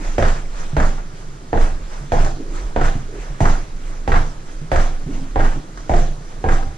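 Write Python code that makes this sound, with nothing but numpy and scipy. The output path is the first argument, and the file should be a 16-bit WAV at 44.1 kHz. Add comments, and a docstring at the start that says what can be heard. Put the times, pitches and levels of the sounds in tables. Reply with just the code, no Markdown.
"""Footsteps on a wooden stair, heard from a worn camera

Someone walks down a wooden staircase into a hard-floored lobby, a two-port camera microphone on the body.
Heels click, knock and thud on ringing treads; soles slap down and grind grit; the stairwell answers.
Cloth hisses, a strap groans and the mount rocks at a low rate, over quiet air shaped from noise.
Struck sounds are short pulses and dying vibrations; rubbing sounds are coloured noise under moving gains."""
import sys
import numpy as np
from scipy import signal
from scipy.fft import rfft, irfft
from scipy.io import wavfile
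from scipy.ndimage import uniform_filter1d

SR = 44100
rng = np.random.default_rng(int(sys.argv[2]) if len(sys.argv) > 2 else 0)


def store_wav(level_fs):
    """Save 16-bit WAV to argv[1]."""
    pcm = np.round(np.clip(np.atleast_2d(level_fs), -1, 1) * 32767)
    wavfile.write(sys.argv[1], SR, pcm.T.astype(np.int16))


N = 298677
TIME = np.arange(N) / SR  # seconds through the whole walk
EVENT_TIME = np.arange(32768) / SR  # seconds through one short sound

# Quiet lobby air. Each row: frequency in Hz, relative density in dB per Hz.
AIR_COLOUR = [(41, -34), (70, -2.5), (91, -6), (152, -3), (227, -11), (316, -7.5), (958, -26.5),
              (1170, -17), (2600, -30.5), (6300, -30), (10000, -39.5), (12500, -51.5), (14000, -82)]
# Stairwell decay. Each row: frequency in Hz, time to fall 60 dB in seconds.
ROOM_DECAY = [(80, 0.38), (250, 0.47), (700, 0.42), (2000, 0.33), (5000, 0.67), (12000, 0.27)]

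# Diffuse sound at the two microphone ports. Each row: frequency in Hz, likeness from 0 to 1.
PORT_LIKENESS = [(120, 1), (230, .96), (350, .65), (500, .85), (750, .45), (1100, .5), (1800, .55),
                 (2300, .35), (3800, .55), (5200, .15), (6800, .32), (11000, .1)]
# Phase between the ports. Each row: frequency in Hz, lead of the left in radians.
PORT_LEAD = [(0, 0), (520, -0.0), (1120, 2.5), (2930, -0.1), (4480, 0.3), (6460, -3.4), (9560, -3.3),
             (11900, -2.3), (13600, 1.9), (13900, -0.5)]
# Level between the ports. Each row: frequency in Hz, left minus right in dB.
PORT_TILT = [(60, -2.4), (110, -3.8), (200, -1.5), (370, 1), (670, 0.5), (1220, -2.5), (2240, -1),
             (4090, -1), (7480, -3), (13700, -3)]

# Heel strikes. Each row: start in seconds, knock level in dB, knock pitch in Hz, hardness as a factor
# on the knock spectrum's frequencies, click level in dB, thud level in dB, room tail on the knock in dB,
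# tread ring within the knock in dB, grit level in dB, heel scuff level in dB, cloth swish level in dB.
HEEL_STRIKES = [(0.182, -8, 510, .86, -26.5, -11.5, -4.5, -29, -29.5, -30.5, -29.5),
                (0.767, -12, 584, 1.05, -27.5, -12, 3, -15, -42, -33, -33.5),
                (1.53, -9.5, 475, 1.005, -33, -16, -0.5, -22, -34, -55, -31),
                (2.12, -12, 664, 1.03, -28.5, -15, 4.5, -22, -34, -30.5, -31),
                (2.762, -9, 497, 0.99, -30, -17, -0.5, -22, -29.5, -49, -30),
                (3.405, -12.5, 700, 1.05, -32, -9.5, 2.5, -21.5, -27.5, -29, -31.5),
                (4.077, -13, 525, 1.05, -29.5, -13.5, 2.5, -24, -26, -34, -32),
                (4.717, -12.5, 606, 0.95, -26, -13, 4, -19.5, -41, -31.5, -31.5),
                (5.359, -10.5, 510, 1.1, -31, -18, -3.5, -17, -30.5, -49, -32),
                (5.895, -11, 625, 0.96, -37, -14.5, 0, -26, -39.5, -35.5, -32.5),
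                (6.441, -11.5, 477, 1.02, -34, -14.5, 1, -18.5, -34.5, -49, -32)]
# Soles slapping down. Each row: start in seconds, slap level in dB, wood level in dB, tick level in dB.
SOLE_SLAPS = [(0.2254, -18.5, -19.5, -64), (0.2828, -26, -36, -43), (0.8011, -20, -34, -37),
              (0.8265, -25.5, -35, -39.5), (1.5738, -26.5, -19.5, -59), (2.2473, -30, -27.5, -36),
              (2.8135, -21.5, -22, -60), (2.8828, -29.5, -36, -56), (3.455, -19, -22, -34),
              (4.1195, -17.5, -25, -55), (4.7606, -20, -49, -35.5), (4.7975, -25, -29, -46),
              (5.3954, -25.5, -18.5, -52), (5.4056, -25, -34, -48), (5.7748, -36.5, -58, -43),
              (5.9379, -23, -19, -59), (5.9618, -31, -37, -40), (6.4882, -21.5, -54, -40),
              (6.5214, -26, -21.5, -42.5)]
# Toes twisting and scraping as some steps end. Each row: peak in seconds, level in dB.
TOE_SCRAPES = [(.985, -37.5), (2.262, -32), (3.551, -33), (5.53, -35), (6.62, -39)]
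# Soft low bumps. Each row: start in seconds, level in dB, pitch in Hz.
BODY_BUMPS = [(0.732, -17, 140), (1.137, -31, 148), (1.285, -30.5, 138), (1.726, -26.5, 74),
              (2.011, -24.5, 143), (2.143, -17.5, 140), (2.245, -20.5, 134.4), (2.955, -17.5, 123.6),
              (2.974, -23.5, 80), (3.302, -28, 136.4), (3.425, -23.5, 74), (4.139, -18.5, 78),
              (4.616, -23, 152), (5.065, -19.5, 146), (5.215, -28.5, 149), (5.423, -18.5, 126),
              (5.558, -22.5, 148), (6.668, -22.5, 75), (6.741, -31, 135)]
# Camera strap rubbing. Each row: peak in seconds, level in dB, pitch in Hz, spread in seconds.
STRAP_RUBS = [(.03, -37.5, 320, 0.028), (2.405, -32, 305, 0.017), (2.501, -38.5, 360, 0.098),
              (2.96, -33.5, 280, .02), (3.145, -37.5, 406, 0.039), (5.09, -29, 287, 0.017),
              (5.135, -34.5, 278, 0.028), (5.151, -54, 450, .04), (5.195, -38, 266, 0.054),
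              (5.58, -31, 265, 0.011)]
# Free leg swinging through. Each row: peak in seconds, cloth swish level in dB,
# camera sway level in dB ahead of its unevenness.
LEG_SWINGS = [(.06, -34, -20.5), (.6, -35.5, -24), (1.19, -45, -30), (1.94, -38.5, -31), (2.56, -37, -23),
              (3.22, -38.5, -27), (3.88, -40.5, -26.5), (4.52, -43.5, -31.5), (5.15, -39.5, -23.5),
              (5.79, -46.5, -43), (6.31, -43.5, -31.5)]

# Tread vibrations. Each row: lowest frequency in Hz, level in dB, time to fall 60 dB in seconds.
TREAD_MODES = [(145, -4, 0.63), (268.4, -14, 0.34), (336.7, -3.5, 0.17), (543, -5.5, 0.067),
               (623, -2.5, 0.09), (689, 4.5, 0.11), (766.5, -4, 0.38), (894, -21, 0.11), (1583, -5, 0.11)]
# Heel block vibrations. Each row: lowest frequency in Hz, level in dB, time to fall 60 dB in seconds.
HEEL_BLOCK_MODES = [(1310, -24, 0.02), (1790, -6, 0.031), (2020, -11, 0.016), (3300, -14, 0.041)]

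# Wood knocked, at hardness 1. Each row: frequency in Hz, relative density in dB per Hz.
KNOCK_COLOUR = [(60, -17), (200, -11.5), (320, -3.5), (480, -5), (780, 1.5), (970, -6), (1200, -19),
                (2000, -27), (4000, -61), (14000, -112)]
# Heel edge clicking. Each row: frequency in Hz, relative density in dB per Hz.
CLICK_COLOUR = [(200, -28), (900, -7), (1300, 6), (1900, 5.5), (2500, -4), (3500, -11.5), (4800, -16.5),
                (7500, -25), (10000, -47), (13000, -44)]
# Body weight thudding. Each row: frequency in Hz, relative density in dB per Hz.
THUD_COLOUR = [(20, -1.5), (50, 7.5), (90, 4), (150, -4.5), (240, -8), (450, -22.5), (1500, -39.5),
               (14000, -84)]
# Sole slapping. Each row: frequency in Hz, relative density in dB per Hz.
SLAP_COLOUR = [(150, -23), (700, -0.5), (1200, 5), (1850, 0.5), (2500, -12), (3500, -16), (5000, -25.5),
               (8000, -26.5), (14000, -85)]
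# Bright tick within a slap. Each row: frequency in Hz, relative density in dB per Hz.
TICK_COLOUR = [(500, -7), (2500, 2), (4000, 4), (7000, 3), (10000, -15), (13000, -33)]
# Grit crushed underfoot. Each row: frequency in Hz, relative density in dB per Hz.
GRIT_COLOUR = [(100, -21), (290, 8), (450, -2.5), (760, 5.5), (1050, 6.5), (1550, 5), (2000, -3),
               (2550, -15.5), (3500, -19.5), (6000, -27), (13000, -50)]
# Camera rumbling on its mount. Each row: frequency in Hz, relative density in dB per Hz.
SHAKE_COLOUR = [(10, 2.5), (40, 2.5), (75, -10.5), (150, -9.5), (300, -17.5), (1000, -80)]
# Cloth rubbing. Each row: frequency in Hz, relative density in dB per Hz.
CLOTH_COLOUR = [(100, -26), (500, 11), (1000, 11.5), (1800, 6.5), (2800, 0), (4500, -3.5), (6500, 1),
                (8000, -5.5), (9500, -12.5), (11000, -21), (12800, -26), (14300, -40)]

AIR_DB = -40.5
EDGE_HZ = 14200  # upper band limit
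BUMP_T60_S = .17
# The weight rolls over the ball of the foot this long after the heel strike.
BALL_S, BALL_SPREAD_S = 0.079, 0.026
SCRAPE_SPREAD_S = 0.014
# The heel's scuff starts at once and dies away.
SCUFF_FALL_DB_PER_S = 104
# Cloth swishes as the knee bends, this long after the heel strike; it never quite stops rustling.
KNEE_S, KNEE_RISE_DB_PER_S, KNEE_FALL_DB_PER_S, RUSTLE_DB = 0.096, 206, 95, -50
SWING_RISE_DB_PER_S, SWING_FALL_DB_PER_S = 121, 58
# Each landing jolts the camera with the same envelope, peaking this long after the heel strike.
JOLT_DB, JOLT_S, JOLT_SPREAD_S = -6, 0.092, 0.044
# The mount rebounds once; its constant tremble is set ahead of the sway's unevenness.
REBOUND_DB, REBOUND_S, REBOUND_SPREAD_S, TREMBLE_DB = -17.5, 0.21, 0.028, -34.5
ROCK_HZ = 21.4  # steady in the jolts, the centre of a wandering rate in the sway


def gain_of(db):
    """Decibels to amplitude."""
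    return 10 ** (np.asarray(db) / 20)


def evened(x):
    """Scales to rms 1."""
    return x / np.sqrt(np.mean(x ** 2) + 1e-20)


def read(points, hz):
    """Reads a table on a log-frequency axis."""
    f, value = np.transpose(points)
    return np.interp(np.log(hz + 1), np.log(f + 1), value)


def add(mix, s, sound):
    """Mixes a sound in at time s, cut off at the end of the mix."""
    part = mix[:, max(round(s * SR), 0):][:, :sound.shape[1]]
    part += sound[:, :part.shape[1]]


def coloured(x, colour):
    """Gives a sound a spectrum, at rms 1."""
    size = x.shape[-1]
    gain = gain_of(read(colour, np.fft.rfftfreq(size, 1 / SR)))
    return evened(irfft(rfft(x) * gain, size))


def pressure(t, spread_s):
    """A stroke that swells and fades as a bell curve, greatest at t = 0."""
    return np.exp(-(t / spread_s) ** 2 / 2)


def swell(peak_s, rise_db_per_s, fall_db_per_s):
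    """A gain that climbs to 1 at peak_s and falls away again, both steadily in dB."""
    rise_db = (TIME - peak_s) * rise_db_per_s
    fall_db = (peak_s - TIME) * fall_db_per_s
    return gain_of(np.minimum(rise_db, fall_db))


def together(gains):
    """The joint level of unrelated movements: their powers add."""
    return np.sqrt(sum(gain ** 2 for gain in gains))


def blow(colour):
    """A struck pulse: minimum phase packs the spectrum's energy as early as causality allows."""
    hz = abs(np.fft.fftfreq(len(EVENT_TIME), 1 / SR))
    log_gain = np.log(gain_of(read(colour, hz)))
    pulse = np.fft.ifft(np.exp(np.conj(signal.hilbert(log_gain)))).real
    return pulse / np.linalg.norm(pulse) * np.sqrt(.005 * SR)  # energy of 5 ms at rms 1


def mode(hz, t60):
    """One vibration dying away exponentially."""
    return np.sin(2 * np.pi * hz * EVENT_TIME) * np.exp(-np.log(1000) * EVENT_TIME / max(t60, 1e-3))


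def ring(modes):
    """A struck body's vibrations; each blow raises their pitches by up to 3% and picks their signs."""
    out = 0
    for hz, db, t60 in modes:
        sign = rng.choice([-1, 1])
        out = out + gain_of(db) * sign * mode(hz * rng.uniform(1.0, 1.03), t60)
    return out


def contact(pulse, again_db):
    """The rubber lands and catches the tread again a few milliseconds later."""
    late = round(rng.uniform(.004, .008) * SR)
    return pulse + gain_of(again_db) * np.pad(pulse, (late, 0))[:len(pulse)]


def diffuse(pair):
    """Two unrelated signals become one sound field, partly alike at the two ports."""
    size = pair.shape[1]
    a, b = rfft(pair)
    same = np.clip(read(PORT_LIKENESS, np.fft.rfftfreq(size, 1 / SR)), 0, 1)
    shared = a * np.sqrt((1 + same) / 2)
    apart = b * np.sqrt((1 - same) / 2)
    return irfft(np.array([shared + apart, shared - apart]), size)


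def stairwell(x, near_db, tail_db, near_s, right_db):
    """Direct sound, a flurry off close walls and steps, and a tail, with reflections drawn anew each time."""
    # sparse random reflections: one sample in ten carries one
    taps = rng.choice([-1., 0, 1.], (2, 2, len(EVENT_TIME)), p=[.05, .9, .05])
    near, far = (diffuse(pair) for pair in taps)
    near *= np.exp(-EVENT_TIME / near_s) * (EVENT_TIME > .002)
    # the tail dies at its own rate in each frequency band
    hz, t, z = signal.stft(far, SR, nperseg=256)
    decay = np.exp(-np.log(1000) * t / read(ROOM_DECAY, hz)[:, None])
    far = signal.istft(z * decay, SR, nperseg=256)[1][:, :len(EVENT_TIME)]
    far *= 1 - np.exp(-EVENT_TIME / 0.012)
    paths = gain_of(near_db) * evened(near) + gain_of(tail_db) * evened(far)
    paths /= np.sqrt(len(EVENT_TIME))
    paths[:, 0] += gain_of([-right_db, right_db])  # direct sound: left lowered, right raised
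    return signal.fftconvolve(x[None], paths, axes=1)[:, :len(EVENT_TIME)]


def patchy_noise(colour, patch_db, bass_patch_db):
    """Noise whose level drifts in small patches of time and pitch, with a separate depth for the bass."""
    hz, _, z = signal.stft(diffuse(rng.standard_normal((2, N))), SR, nperseg=512)
    patches = uniform_filter1d(rng.standard_normal(z.shape[1:]), size=12, axis=0)
    patches = evened(uniform_filter1d(patches, size=8, axis=1))
    depth_db = read([(200, bass_patch_db), (600, patch_db)], hz)[:, None]
    noise = signal.istft(z * gain_of(depth_db * patches), nperseg=512)[1][:, :N]
    return coloured(noise, colour)


def air():
    """The lobby's quiet air: faint, slightly patchy noise all around the microphone."""
    return gain_of(AIR_DB) * patchy_noise(AIR_COLOUR, patch_db=0.9, bass_patch_db=0.5)


def sway(wander=0.32, jolt_shake_db=-16.5, shake_db=-17, swing_spread_s=0.17, uneven_db=4.5):
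    """The camera rocks on its mount at each landing and wobbles unevenly with each swing; both rumble."""
    landing = gain_of(JOLT_DB) * pressure(EVENT_TIME - JOLT_S, JOLT_SPREAD_S)
    landing = landing + gain_of(REBOUND_DB) * pressure(EVENT_TIME - REBOUND_S, REBOUND_SPREAD_S)
    rock = -np.sin(2 * np.pi * ROCK_HZ * EVENT_TIME)  # dips first
    jolts = np.zeros((1, N))
    for s, *_ in HEEL_STRIKES:
        rumble = coloured(rng.standard_normal((1, len(EVENT_TIME))), SHAKE_COLOUR)
        add(jolts, s, landing * (gain_of(jolt_shake_db) * rumble + rock))
    swings = [gain_of(sway_db) * pressure(TIME - s, swing_spread_s) for s, _, sway_db in LEG_SWINGS]
    # slow noises bend the wobble's rate and its level
    slow_colour = [(1, -1.5), (9, 0.0), (25, -29), (100, -73)]
    drift, lumps = coloured(rng.standard_normal((2, N)), slow_colour)
    level = together([gain_of(TREMBLE_DB), *swings]) * gain_of(uneven_db * np.tanh(lumps))
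    rate_hz = ROCK_HZ * np.exp(wander * drift)
    wobble = evened(np.sin(2 * np.pi * np.cumsum(rate_hz) / SR))
    shake = gain_of(shake_db) * coloured(rng.standard_normal(N), SHAKE_COLOUR)
    return jolts + level * (wobble + shake)


def clothes():
    """A hiss of rubbing: heels scuff, cloth swishes as the knee bends and as the other leg swings through."""
    moves = [gain_of(RUSTLE_DB)]
    for s, *_, scuff_db, swish_db in HEEL_STRIKES:
        scuff = gain_of(scuff_db - SCUFF_FALL_DB_PER_S * abs(TIME - s))
        moves.append((TIME > s) * scuff)
        moves.append(gain_of(swish_db) * swell(s + KNEE_S, KNEE_RISE_DB_PER_S, KNEE_FALL_DB_PER_S))
    for s, swish_db, _ in LEG_SWINGS:
        moves.append(gain_of(swish_db) * swell(s, SWING_RISE_DB_PER_S, SWING_FALL_DB_PER_S))
    return together(moves) * patchy_noise(CLOTH_COLOUR, patch_db=2.0, bass_patch_db=-4.0)


def rubs(fall_db=-13):
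    """The strap drags and gives a short, dull groan: noise peaked at one pitch under a swelling stroke."""
    out = np.zeros((2, N))
    for s, db, hz, spread_s in STRAP_RUBS:
        start = max(s - .2, 0)  # room for the swell
        colour = [(20, -40), (hz / 1.66, fall_db), (hz, 0), (hz * 1.36, fall_db), (hz * 3, -36), (14000, -80)]
        noise = coloured(rng.standard_normal(len(EVENT_TIME)), colour)
        groan = gain_of(db) * pressure(start + EVENT_TIME - s, spread_s) * noise
        add(out, start, stairwell(groan, near_db=-11, tail_db=-8.5, near_s=0.0092, right_db=1.5))
    return out


def bumps():
    """Dull, low knocks as the body shifts: one low vibration with a thud and a little wood."""
    out = np.zeros((2, N))
    for s, db, hz in BODY_BUMPS:
        bump = mode(hz, BUMP_T60_S) * (1 - np.exp(-EVENT_TIME / 0.0025))
        bump = bump + gain_of(-7.5) * blow(THUD_COLOUR) + gain_of(-23) * blow(KNOCK_COLOUR)
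        add(out, s, stairwell(gain_of(db) * bump, near_db=-10.0, tail_db=-6, near_s=0.025, right_db=0.0))
    return out


def crunch(db, peak_s, spread_s, grain_db=6.0, grains_per_s=400):
    """Randomly timed grains of unequal size crush under a pressure that swells and fades."""
    count = len(EVENT_TIME)
    size = gain_of(grain_db * np.minimum(rng.exponential(1, count), 3)) * rng.choice([-1, 1], count)
    grains = coloured(size * (rng.random(count) < grains_per_s / SR), GRIT_COLOUR)
    crushed = gain_of(db) * pressure(EVENT_TIME - peak_s, spread_s) * grains
    return stairwell(crushed, near_db=0.5, tail_db=-6.0, near_s=0.0084, right_db=-2.0)


def grit():
    """Grit grinds under the ball of the foot at every step, and under the toes when they twist."""
    out = np.zeros((2, N))
    lead_s = .1  # room for the scrape to swell
    for s, *_, grit_db, _scuff_db, _swish_db in HEEL_STRIKES:
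        add(out, s, crunch(grit_db, BALL_S, BALL_SPREAD_S))
    for s, db in TOE_SCRAPES:
        add(out, s - lead_s, crunch(db, lead_s, SCRAPE_SPREAD_S))
    return out


def soles():
    """The front of the shoe slaps down: a bright pulse and tick, with knocked and ringing wood."""
    out = np.zeros((2, N))
    for s, slap_db, wood_db, tick_db in SOLE_SLAPS:
        slap = gain_of(slap_db) * blow(SLAP_COLOUR) + gain_of(tick_db) * blow(TICK_COLOUR)
        wood = gain_of(wood_db) * (blow(KNOCK_COLOUR) + gain_of(-10.5) * ring(TREAD_MODES))
        landing = contact(slap + wood, again_db=-17)
        add(out, s, stairwell(landing, near_db=1.5, tail_db=2.5, near_s=0.0061, right_db=0.0))
    return out


def heels():
    """The heel's edge clicks, the wood knocks and rings, and the body's weight thuds in just after."""
    out = np.zeros((2, N))
    for s, knock_db, hz, hardness, click_db, thud_db, room_db, ring_db, *_ in HEEL_STRIKES:
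        push = blow([(f * hardness, db) for f, db in KNOCK_COLOUR])  # a harder heel reaches higher
        board = gain_of(-4.5) * mode(hz, t60=0.028) * (1 - np.exp(-EVENT_TIME / 0.0013))
        knock = contact(gain_of(-5) * push, again_db=-12) + board + gain_of(ring_db) * ring(TREAD_MODES)
        click = contact(blow(CLICK_COLOUR) + gain_of(-8) * ring(HEEL_BLOCK_MODES), again_db=-10.5)
        click = gain_of(click_db) * click
        knock = gain_of(knock_db) * knock
        thud = gain_of(thud_db) * blow(THUD_COLOUR)
        add(out, s, stairwell(click, near_db=1.0, tail_db=5.5, near_s=0.0022, right_db=3.5))
        add(out, s + 0.00044, stairwell(knock, near_db=0.5, tail_db=room_db, near_s=0.026, right_db=1.5))
        add(out, s + 0.00602, stairwell(thud, near_db=-2, tail_db=3, near_s=0.021, right_db=-1.0))
    return out


def scene():
    """Air, camera, clothes and strap, then the steps on the stair."""
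    return air() + sway() + clothes() + rubs() + bumps() + grit() + soles() + heels()


def record(dry, ceiling=0.9):
    """The microphone ports differ in phase and level; the highest peaks are rounded, then the top is cut."""
    hz = np.fft.rfftfreq(N, 1 / SR)
    # half of each difference goes to the left, its inverse to the right
    half = gain_of(read(PORT_TILT, hz) / 2) * np.exp(1j * read(PORT_LEAD, hz) / 2)
    ports = irfft(rfft(dry) * np.array([half, 1 / half]), N)
    rounded = ports / (1 + (ports / ceiling) ** 8) ** (1 / 8)
    low_pass = signal.firwin(255, EDGE_HZ, window=("kaiser", 9), fs=SR)
    return signal.oaconvolve(rounded, low_pass[None], "same")


dry = scene()
out = record(dry)
store_wav(out)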